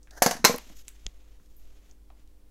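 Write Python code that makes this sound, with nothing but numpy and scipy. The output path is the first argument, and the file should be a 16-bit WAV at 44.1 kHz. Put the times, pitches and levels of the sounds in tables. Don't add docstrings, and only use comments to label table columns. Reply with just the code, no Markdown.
import sys
import numpy as np
from scipy import signal
from scipy.fft import irfft
from scipy.io import wavfile

SR = 44100
rng = np.random.default_rng(int(sys.argv[2]) if len(sys.argv) > 2 else 0)


def generate_wav(sig):
    pcm = np.round(np.clip(np.atleast_2d(sig).T, -1, 1) * 32767).astype(np.int16)
    wavfile.write(sys.argv[1], SR, pcm)


N = 110250
T = np.arange(N) / SR


def amp(db):
    return 10 ** (np.asarray(db) / 20)


def at_hz(points, hz):
    freqs, values = np.transpose(points)
    return np.interp(np.log(hz), np.log(freqs), values)


def add(out, start_s, sound):
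    i = max(int(start_s * SR), 0)
    out[i:i + len(sound)] += sound[:N - i]


def noise(colour, tilt_db=0, size=32768):
    hz = np.maximum(np.arange(size // 2 + 1) * SR / size, 1)
    gain = amp(at_hz(colour, hz) + tilt_db * np.log2(np.maximum(hz, 300) / 2000))
    hiss = irfft(gain * np.exp(2j * np.pi * rng.random(len(hz))), size)
    return hiss / np.sqrt(np.mean(hiss ** 2) + 1e-20)


def wander(rate, t):
    return np.interp(t * rate, np.arange(4096), rng.standard_normal(4096))


def decay(t, t60):
    return np.exp(-np.log(1000) * t / t60)


def ring(modes, tilt_db=0, polarity=-1):
    t, out = T[:SR // 2], 0
    for k, (hz, db, t60) in enumerate(modes):
        gain = polarity ** k * amp(db + tilt_db * np.log2(hz / 2000))
        out = out + gain * np.sin(2 * np.pi * hz * t) * decay(t, t60)
    return out


# (frequency [Hz], rms level [dB])
HUM_PARTIALS = [(48.8, -55), (199, -79), (245, -81.5), (299.5, -74), (398.5, -80.5), (500, -81)]
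# (frequency [Hz], relative level [dB per Hz])
AIR_EQ = [(12, 31), (28, 9.5), (50, 15), (80, 4), (160, -6), (330, -7), (700, -14.5), (1500, -21),
          (6000, -24.5), (15000, -26.5)]

def room_tone(waver=0.081, air_db=-48.5):
    hum = 0
    for hz, db in HUM_PARTIALS:
        swell = 1 + waver * wander(9, T)
        phase = 2 * np.pi * (hz * T + rng.random()) + waver * wander(7, T)
        hum = hum + amp(db) * np.sqrt(2) * swell * np.sin(phase)
    return hum + amp(air_db) * noise(AIR_EQ, size=N)


# (frequency [Hz], t60 [s])
ROOM_DECAY = [(150, .26), (500, .22), (1000, .23), (2000, .27), (6000, .26), (14000, .21)]

def room_tail(wash, build_s=0.0051):
    t, tail, rest = T[:len(wash)], 0, wash
    for hz in 250 * 2. ** np.arange(7):
        band = signal.sosfiltfilt(signal.butter(2, hz, fs=SR, output="sos"), rest)
        tail = tail + band * decay(t, at_hz(ROOM_DECAY, hz / np.sqrt(2)))
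        rest = rest - band
    return tail * (1 - np.exp(-t / build_s))


def mode_cluster(colour, tilt_db, t60, room_db):
    direct = noise(colour, tilt_db)
    tail = room_tail(noise(colour, tilt_db))
    return direct * decay(T[:len(direct)], t60) + amp(room_db) * tail


# (time [s], level [dB], centre [Hz], half-width [fraction of centre], t60 [s], reverb send [dB])
TICK_CUES = [(0.030, -51.5, 6347, 0.18, 0.02, -16.5), (0.073, -44, 1680, 0.33, 0.0073, -20),
             (0.1083, -45, 4750, 0.38, 0.024, -24), (0.352, -39, 203, 0.082, .08, -30),
             (0.394, -38, 201, .08, 0.24, -40), (0.5612, -21, 11900, 0.066, 0.0025, -54),
             (0.581, -33.5, 11800, .25, 0.016, -53), (0.585, -24, 1500, 1, 0.004, -53),
             (0.667, -50.5, 230, 0.28, 0.068, -17.5), (0.701, -41.5, 178, 0.69, 0.033, -10.5),
             (0.8809, -42, 2270, 0.65, 0.019, -16.5), (0.881, -27.5, 7400, 0.17, 0.0092, -31.5),
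             (0.8882, -37.5, 11200, 1, 0.0095, -21.5), (1.398, -54.5, 1470, 0.29, 0.01, -20.5),
             (1.401, -55, 175.4, 0.27, .04, -23.5), (1.46, -59, 4495, .6, 0.0078, -24),
             (1.566, -57, 13030, 0.11, 0.033, -2.5), (1.912, -53, 6200, 0.11, 0.013, -23),
             (2.1023, -51.5, 2590, 0.42, 0.0079, -23.5), (2.103, -48.5, 750, 0.35, 0.023, -15),
             (2.275, -60.5, 4000, 1, 0.012, -17)]

def ticks(attack_s=0.0001):
    out, hz = np.zeros(N), np.geomspace(40, 18000, 120)
    for start_s, db, centre_hz, width, t60, room_db in TICK_CUES:
        detune = (hz / centre_hz - centre_hz / hz) / (2 * width)
        bell_eq = np.c_[hz, -20 * np.log10(1 + detune ** 2)]
        tick = mode_cluster(bell_eq, 0, t60, room_db)
        attack = 1 - np.exp(-T[:len(tick)] / attack_s)
        add(out, start_s, amp(db) * tick * attack)
    return out


def rub(colour, tilt_db, length_s, fade_s, grain_db=3, grains_per_s=120):
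    hiss = noise(colour, tilt_db)[:int(length_s * SR)]
    t = T[:len(hiss)]
    fade = np.sqrt(np.clip(np.minimum(t, length_s - t) / fade_s, 0, 1))
    return hiss * fade * amp(grain_db * wander(grains_per_s, t))


# (time [s], length [s], level [dB])
DRAG_CUES = [(0.111, 0.11, -56.5), (0.169, 0.024, -50)]
# (frequency [Hz], relative level [dB per Hz])
DRAG_EQ = [(150, -12), (500, 1), (740, 6.5), (1150, -10.5), (1550, 3), (1800, 3.5), (2300, -22),
           (3500, -16), (6200, -4.5), (8000, -18), (12500, -17), (16000, -22)]

def pad_drag():
    out = np.zeros(N)
    for start_s, length_s, db in DRAG_CUES:
        add(out, start_s, amp(db) * rub(DRAG_EQ, 0, length_s, fade_s=0.002))
    return out


# (frequency [Hz], relative level [dB], t60 [s])
DESK_MODES = [(122, -25, .07), (170, -20, .06), (188, -23, .2), (212, -14, .05), (244, -15, .1),
              (272, -20, .06), (392, -23, .09), (483, -12, .09), (554, -14, .08), (635, -14, .06)]

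def desk_thud(low_cut_hz=202):
    low_cut = signal.butter(2, low_cut_hz, "high", fs=SR, output="sos")
    return signal.sosfilt(low_cut, ring(DESK_MODES, polarity=0.96))


def knocks(hits, shell_modes, shell_eq, cluster_db, room_db, contact_s=0.0005):
    out = np.zeros(N)
    for start_s, thud_db, ring_db, tilt_db in hits:
        cluster = mode_cluster(shell_eq, tilt_db, t60=0.058, room_db=room_db)
        t = T[:len(cluster)]
        crack = amp(5) * noise(shell_eq, tilt_db) * decay(t, t60=0.024)
        attack = 1 - np.exp(-t / contact_s)
        add(out, start_s, amp(cluster_db + ring_db) * (cluster + crack) * attack)
        add(out, start_s, amp(ring_db) * ring(shell_modes, tilt_db))
        add(out, start_s, amp(thud_db) * desk_thud())
    return out


# (time [s], thud gain [dB], ring gain [dB], brightness [dB per octave])
PAD_HITS = [(0.2203, -11, -5.5, -3.5), (0.2226, -27.5, -4.5, 4), (0.2618, -4, -6, -0.3),
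            (0.3102, -25.5, -14, -0.5), (0.3665, -33.5, -31, -1.5)]
# (frequency [Hz], relative level [dB], t60 [s])
PAD_RING = [(705, -16, .11), (778, -18, .07), (850, -22, .06), (930, -27, .09), (1680, -31, .2),
            (1727, -33, .2), (2272, -35, .1), (2897, -32, .16), (4546, -24, .11), (4571, -29, .12),
            (5150, -33, .13), (5826, -28, .15), (6355, -26, .14), (6705, -28, .11)]
# (frequency [Hz], relative level [dB per Hz])
PAD_EQ = [(120, -16), (350, -12), (680, 5), (1200, -1.5), (1750, 2), (2400, -7.5), (3500, -9.5),
          (5000, -4.5), (6400, -1), (8500, -12), (11200, -8), (14000, -15), (16000, -21)]

def pad_landing():
    return knocks(PAD_HITS, PAD_RING, PAD_EQ, cluster_db=-11, room_db=-8.5)


# (time [s], thud gain [dB], ring gain [dB], brightness [dB per octave])
LID_HITS = [(0.4432, -7.5, -8, -4.8), (0.4482, -22, 0.5, -0.8), (0.4962, -9.5, -25, -12),
            (0.5262, -25.5, -47, 12), (0.5415, -15.5, -27, -6)]
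# (frequency [Hz], relative level [dB], t60 [s])
LID_RING = [(483, -24, .11), (842, -19, .05), (1042, -17, .1), (1103, -20, .09), (1353, -24, .12),
            (2150, -27, .08), (4125, -11, .09), (4180, -17, .07), (4522, -25, .13), (5276, -16, .12),
            (5997, -20, .13), (6390, -22, .11), (11880, -28, .1), (12837, -29, .13)]
# (frequency [Hz], relative level [dB per Hz])
LID_EQ = [(120, -23.5), (350, -3.5), (600, -1), (950, 2), (1500, -2.5), (2200, 0), (3200, -8), (4200, -0.5),
          (4800, -5), (6400, 0), (8500, -8), (10500, -12), (12200, -6), (14500, -12.5), (16000, -23.5)]

def lid_clatter():
    return knocks(LID_HITS, LID_RING, LID_EQ, cluster_db=-8, room_db=-10)


# (time [s], length [s], level [dB], brightness [dB per octave])
SCUFF_CUES = [(0.564, 0.19, -58.5, 0), (0.746, 0.082, -56, 2.5), (0.819, 0.095, -65, 1.5),
              (0.921, 0.19, -68, 0), (1.072, 0.31, -70, -2), (1.371, 0.31, -75, 3), (1.59, 0.35, -69.5, -1),
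              (2.16, 0.079, -71.5, -1.5)]
# (frequency [Hz], relative level [dB per Hz])
SCUFF_EQ = [(150, -11), (500, 2.5), (1000, -5), (1800, -2), (3100, 0), (4700, -4), (6700, 0.5),
            (9000, -13.5), (12700, -7.5), (16000, -21.5)]

def hand_scuffs():
    out = np.zeros(N)
    for start_s, length_s, db, tilt_db in SCUFF_CUES:
        add(out, start_s, amp(db) * rub(SCUFF_EQ, tilt_db, length_s, fade_s=0.041))
    return out


# (frequency [Hz], relative level [dB], t60 [s])
BLOCK_RING = [(131, -19, 0.044), (296, -17, 0.016), (740, -30, 0.02), (1898, -22.5, 0.018),
              (3315, -0.5, 0.0065), (4930, -2, 0.0034), (6720, 2, 0.0038)]

def block_snap(bump_hz=30.3, bump_db=-27.5, bump_t60_s=0.15):
    out = np.zeros(N)
    high_cut = signal.butter(4, 8200, fs=SR, output="sos")
    add(out, 1.058, -ring([(bump_hz, bump_db, bump_t60_s)]))
    add(out, 1.0655, amp(-21.5) * signal.sosfilt(high_cut, ring(BLOCK_RING)))
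    return out


def scene():
    impacts = pad_landing() + lid_clatter() + ticks() + block_snap()
    friction = pad_drag() + hand_scuffs()
    return (impacts + friction + room_tone())[None]


def record(dry, ceiling=0.9, high_cut_hz=15750):
    high_cut = signal.ellip(10, .2, 80, high_cut_hz, fs=SR, output="sos")
    return signal.sosfilt(high_cut, ceiling * np.tanh(dry / ceiling))


dry = scene()
out = record(dry)
generate_wav(out)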